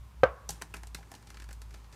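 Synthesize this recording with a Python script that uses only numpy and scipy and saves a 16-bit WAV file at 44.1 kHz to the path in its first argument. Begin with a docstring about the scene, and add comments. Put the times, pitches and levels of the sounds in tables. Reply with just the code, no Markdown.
"""Over faint outdoor air a low drone swells and fades throughout. An egg drops into a towel at the
foot of a wooden frame: the cloth slaps and the padded frame rings with one hollow thud. The egg hops
out and bounces four times on the patio stones, gritty contacts shaking its shell into a crunch.
It rolls away, ticking and grinding over the pebbles, and the yard answers with short reflections."""
import sys
import numpy as np
from scipy import signal
from scipy.fft import rfft, irfft
from scipy.io import wavfile

SR = 44100
rng = np.random.default_rng(int(sys.argv[2]) if len(sys.argv) > 2 else 0)


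def dump_mix(stems):
    """Bounce the given channels to the path in sys.argv[1] as a 16-bit WAV at rate SR."""
    frames = np.atleast_2d(stems).T  # one column per channel
    limited = np.clip(frames, -1, 1)  # hard clip at full scale
    pcm = np.round(limited * 32767).astype(np.int16)
    wavfile.write(sys.argv[1], SR, pcm)


N = 85995
T = np.arange(N) / SR
CONTACT_SAMPLES, CONTACT_GAIN = 8000, np.sqrt(0.008 * SR)   # gain: unit energy to rms 1 over 8 ms
GRITS_PER_S, GRIT_T60_S = 4500, 0.029
YARD_BUILD_S = 0.0034


# towel gives way, egg bottoms out: t/s, level/dB
PUSHES = [(0.2333, -10.5), (0.2372, -19.5)]
# frame modes: f/Hz, level/dB re push, t60/s
FRAME_MODES = [(136, -4, 0.037), (310, -17, 0.043), (526, 5.5, 0.034), (706, -7.5, 0.036),
               (960, -19.5, 0.049), (1166, -57, 0.45), (1283, -2, 0.018), (1520, -26, .025),
               (1550, -7, 0.054), (1590, -42, 0.48), (2030, -22, 0.017), (2443, -19.5, 0.054),
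               (2810, -43, 0.023)]
# wash round frame and yard: f/Hz, relative density/dB
WASH_SPECTRUM = [(50, -27), (140, -2), (240, -18), (380, -12), (490, 7), (680, -2), (950, -10), (1250, -1),
                 (1600, -13), (2200, -18), (4000, -35.5), (10000, -57)]
# late tail of the wash: f/Hz, relative density/dB
TAIL_SPECTRUM = [(250, -15), (510, 7.5), (850, -6), (1120, 9), (1300, -2.5), (1550, 1), (1900, -10),
                 (4000, -44)]

def thud(rise_s=0.00067, slap_rise_s=0.0028):
    """Two quick, cushioned pushes ring the padded frame; the cloth slaps and the yard rings on."""
    frame = np.zeros(N)
    for start_s, push_db in PUSHES:
        t = T - start_s
        for hz, db, t60 in FRAME_MODES:
            frame += from_db(push_db + db) * rise(t, rise_s) * fade(t, t60) * np.sin(2 * np.pi * hz * t)
    frame = butter(butter(frame, 5800, "low"), 109, "high", order=3)
    t = T - PUSHES[0][0]
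    slap = unit(butter(rng.standard_normal(N), [515, 2060], "band")) * np.sqrt(N)
    slap *= from_db(-23) * rise(t, slap_rise_s) * fade(np.maximum(t - slap_rise_s, 0), t60_s=0.031)
    wash = from_db(-22.5) * noise(WASH_SPECTRUM) * fade(t, t60_s=0.19)
    tail = from_db(-44) * noise(TAIL_SPECTRUM) * fade(t, t60_s=0.81)
    return frame + slap + (wash + tail) * rise(t, YARD_BUILD_S)


# egg resonances: f/Hz, width/Hz, level/dB
SHELL_MODES = [(789, 118, 8), (1347, 170, 1.5), (1666, 190, 5.5), (2055, 260, 1.5), (2325, 355, 0.5),
               (3590, 900, -3), (4045, 750, 0.5), (4820, 1200, -1), (5870, 1700, 0), (7730, 2060, 0),
               (9440, 2100, -2), (14000, 3500, -12)]

def shell(force):
    """A force drives the egg's resonances in parallel, alternating in sign."""
    return sum((-1) ** k * from_db(db) * resonate(force, hz, width_hz)
               for k, (hz, width_hz, db) in enumerate(SHELL_MODES))


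# contact bands (knock, shell ring, snap, crackle): low f/Hz, high f/Hz
CONTACT_BANDS = [(550, 1100), (1100, 2700), (2900, 5300), (5500, 14500)]

def contact(bands_db, crumble_db=-10, grit_db=6):
    """A click, a burst of grit and a crumbling tail shake the shell; the egg's weight adds a bump."""
    t = T[:CONTACT_SAMPLES]
    burst = grit(GRITS_PER_S, len(t)) * fade(t, GRIT_T60_S) * rise(t, rise_s=0.00083)
    crumble = grit(GRITS_PER_S, len(t)) * fade(t, t60_s=0.21)
    force = from_db(grit_db) * unit(burst)
    force[0] += 1   # click
    force = unit(force) + from_db(crumble_db) * unit(crumble)
    ring = shell(force)
    crunch = sum(from_db(db) * unit(butter(ring, band_hz, "band", order=3))
                 for band_hz, db in zip(CONTACT_BANDS, bands_db))
    bump = from_db(max(bands_db[:2]) - 6) * unit(butter(force, [137, 450], "band"))
    return CONTACT_GAIN * (crunch + bump)


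def ping(hz):
    """The struck patch of shell rings in a narrow band."""
    force = unit(grit(GRITS_PER_S, CONTACT_SAMPLES) * fade(T[:CONTACT_SAMPLES], GRIT_T60_S))
    force[0] += 1
    width_hz = 0.11 * hz
    ring = resonate(force, hz, width_hz)
    return CONTACT_GAIN * unit(resonate(ring, hz, 3 * width_hz))


# hits on stone: t/s, level/dB, 4 bands/dB re level, crumble/dB re hit, grit/dB re click, ping f/Hz
STONE_HITS = [(0.4909, -31.5, -9, -20.5, -8, -6, -4, 8, 6060),
              (0.6202, -36, -10, -8.5, -9, -7, -17, 1, 1630),
              (0.7396, -36, -11.5, -5.5, -15, -12.5, -4, 12, 2440),
              (0.9465, -39, -15.5, -4.5, -6, -5, -8.5, 5, 3840)]
# light touch before the second bounce: t/s, 4 band levels/dB
GRAZE_TOUCH = (0.6143, -52.5, -46.5, -77, -57)

def bounces(boom_hz=158.8):
    """Each bounce crunches and pings the shell and wakes a low ring."""
    out = np.zeros(N)
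    t = T[:CONTACT_SAMPLES]
    boom = fade(t, t60_s=0.32) * np.sin(2 * np.pi * boom_hz * t)
    for start_s, db, *bands_db, crumble_db, grit_db, ping_hz in STONE_HITS:
        add(out, start_s, contact(db + np.array(bands_db), crumble_db, grit_db))
        add(out, start_s, from_db(db - 8.5) * ping(ping_hz) + from_db(db - 16) * boom)
    add(out, GRAZE_TOUCH[0], contact(GRAZE_TOUCH[1:]))
    return out


# pebble contacts, before trim: t/s, level/dB, 4 bands/dB re level
PEBBLE_HITS = [(0.5046, -30.5, -32, -22.5, -22, -11), (0.7663, -40.5, -11.5, -19, -14, -13.5),
               (0.833, -41, -10.5, -12, -17, -15.5), (0.8702, -43, -19, -28, -16, -12.5),
               (0.9848, -47.5, -5, -17, -17, -17), (1.0071, -53.5, -5, -8.5, -28, -29),
               (1.0274, -50.5, -22, -8, -16, -23), (1.1161, -31, -18, -24, -26, -23),
               (1.1388, -42, -9.5, -13, -14.5, -19), (1.1502, -42, -17, -28, -13.5, -15.5),
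               (1.2252, -47.5, -21, -19, -20, -20), (1.271, -46, -17.5, -17, -12.5, -15.5),
               (1.3023, -39.5, -18, -14.5, -16.5, -18), (1.3433, -43.5, -17, -15, -15, -21),
               (1.3702, -41.5, -31, -11.5, -14.5, -21), (1.3991, -41.5, -30, -14, -14.5, -17.5),
               (1.42, -40.5, -23, -14.5, -18, -19.5), (1.4407, -42.5, -26, -16.5, -19, -19),
               (1.4892, -39.5, -18.5, -16, -20, -22), (1.508, -44.5, -13.5, -9.5, -16, -15),
               (1.5284, -37.5, -39, -26.5, -20.5, -16.5), (1.6171, -41.5, -20, -17, -14, -15),
               (1.707, -50.5, -14.5, -12.5, -14, -15), (1.7408, -39, -18.5, -17.5, -17, -21.5),
               (1.843, -55, -9, -10, -10.5, -24), (1.9256, -47.5, -16, -13.5, -12, -17.5)]
# trim: 4 bands/dB
BAND_TRIM_DB = [0, 1.05, 0.57, 0.8]

def ticks():
    """The rolling egg knocks on pebbles; each weights the bands anew."""
    out = np.zeros(N)
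    for start_s, db, *bands_db in PEBBLE_HITS:
        add(out, start_s, contact(db + np.array(bands_db) + BAND_TRIM_DB))
    return out


# grinding envelope: t/s, level/dB
GRIND_LEVELS = [(0.5, -57.5), (0.6, -66), (0.8, -72.5), (0.92, -81), (1.02, -70.5), (1.09, -68),
                (1.17, -62.5), (1.25, -72), (1.3, -62), (1.45, -78), (1.52, -71), (1.6, -79), (1.68, -71),
                (1.76, -63), (1.89, -77), (1.94, -58.5)]

def grinding(grits_per_s=2700, rumble_hz=362):
    """From the first bounce on, fine grit rasps the shell over a low rumble."""
    grains = grit(grits_per_s, N)
    rasp = unit(butter(shell(grains), 7400, "low", order=1))
    rumble = from_db(-1.5) * unit(butter(grains, [rumble_hz / 2, rumble_hz * 1.28], "band"))
    envelope = from_db(np.interp(T, *np.transpose(GRIND_LEVELS))) * (T > STONE_HITS[0][0])
    return np.sqrt(N) * envelope * (rasp + rumble)


def yard(x):
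    """Deck, wall and fence return short diffuse reflections."""
    t = T[:SR // 2]
    echoes = butter(rng.standard_normal(len(t)), 16500, "low", order=1)
    echoes *= fade(t, t60_s=0.11) * rise(t, YARD_BUILD_S)
    return from_db(-12) * signal.fftconvolve(x, unit(echoes))[:N]


# drone course: t/s, relative level/dB, f/Hz
DRONE_COURSE = [(0.0, -45.5, 60), (0.092, -52.5, 62.2), (0.124, -59, 64.5), (0.178, -46.5, 59.9),
                (0.282, -40.5, 62.1), (0.406, -62.5, 59.6), (0.46, -47, 59.3), (0.526, -47, 56.5),
                (0.656, -56, 56.4), (0.776, -47, 57.3), (0.944, -46, 56.7), (1.124, -59.5, 56.6),
                (1.14, -63, 57), (1.444, -45, 55.15), (1.716, -46.5, 56.2), (1.95, -55, 53.5)]

def drone():
    """A low tone, perhaps a far engine, sags in pitch as it swells and fades; its octave wavers."""
    times_s, db, hz = np.transpose(DRONE_COURSE)
    phase = 2 * np.pi * np.cumsum(np.interp(T, times_s, hz)) / SR
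    waver = 1 + 0.77 * noise([(1, 11), (12, -2), (60, -83), (200, -120)])
    octave = from_db(-22.5) * waver * np.sin(2 * phase)
    envelope = np.sqrt(2) * from_db(np.interp(T, times_s, db) + 0.5)
    return envelope * (np.sin(phase) + octave)


# outdoor air: f/Hz, relative density/dB
AIR_SPECTRUM = [(53, -51), (90, 0), (130, -7.5), (294, -24), (743, -27), (1030, -19), (1250, -25.5),
                (1690, -31.5), (2280, -31), (2890, -33), (14500, -42.5), (15500, -55)]

def air():
    """Faint, steady outdoor noise, mostly low."""
    return from_db(-57.5) * butter(noise(AIR_SPECTRUM), 55, "high")


def from_db(db):
    """Decibels to gain."""
    return 10 ** (np.asarray(db) / 20)


def unit(x):
    """Scale to energy 1."""
    return x / np.sqrt(np.sum(x ** 2) + 1e-20)


def rise(t, rise_s):
    """Linear ramp, 0 to 1."""
    return np.clip(t / rise_s, 0, 1)


def fade(t, t60_s):
    """Exponential decay from t = 0."""
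    return (t >= 0) * np.exp(-np.log(1000) * np.maximum(t, 0) / t60_s)


def butter(x, hz, kind, order=2):
    """Butterworth filter."""
    return signal.sosfilt(signal.butter(order, hz, kind, fs=SR, output="sos"), x + 1e-18)


def resonate(x, hz, width_hz):
    """Two-pole resonance, peak gain 1."""
    r = np.exp(-np.pi * width_hz / SR)
    feedback = [1, -2 * r * np.cos(2 * np.pi * hz / SR), r * r]
    return signal.lfilter(np.array([1, 0, -1]) * (1 - r * r) / 2, feedback, x + 1e-18)


def noise(spectrum):
    """Noise shaped by (f/Hz, level/dB) rows, rms 1."""
    hz, db = np.transpose(spectrum)
    bins_hz = np.arange(N // 2 + 1) * SR / N
    gain = from_db(np.interp(np.log(bins_hz + 1), np.log(hz), db))
    return unit(irfft(rfft(rng.standard_normal(N)) * gain, N)) * np.sqrt(N)


def grit(per_s, size):
    """Tiny touches: random clicks of uneven strength."""
    return (rng.random(size) < per_s / SR) * rng.standard_normal(size)


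def add(out, start_s, x):
    """Mix x in at start_s."""
    i = int(start_s * SR)
    out[i:i + len(x)] += x[:N - i]


def scene():
    """Landing, egg with its reflections, drone and air; mono."""
    egg = grinding() + bounces() + ticks()
    return (thud() + egg + yard(egg) + drone() + air())[None]


def record(dry):
    """Steep low-pass at 15.8 kHz."""
    return signal.sosfilt(signal.ellip(10, .2, 80, 15800, fs=SR, output="sos"), dry)


dry = scene()
out = record(dry)
dump_mix(out)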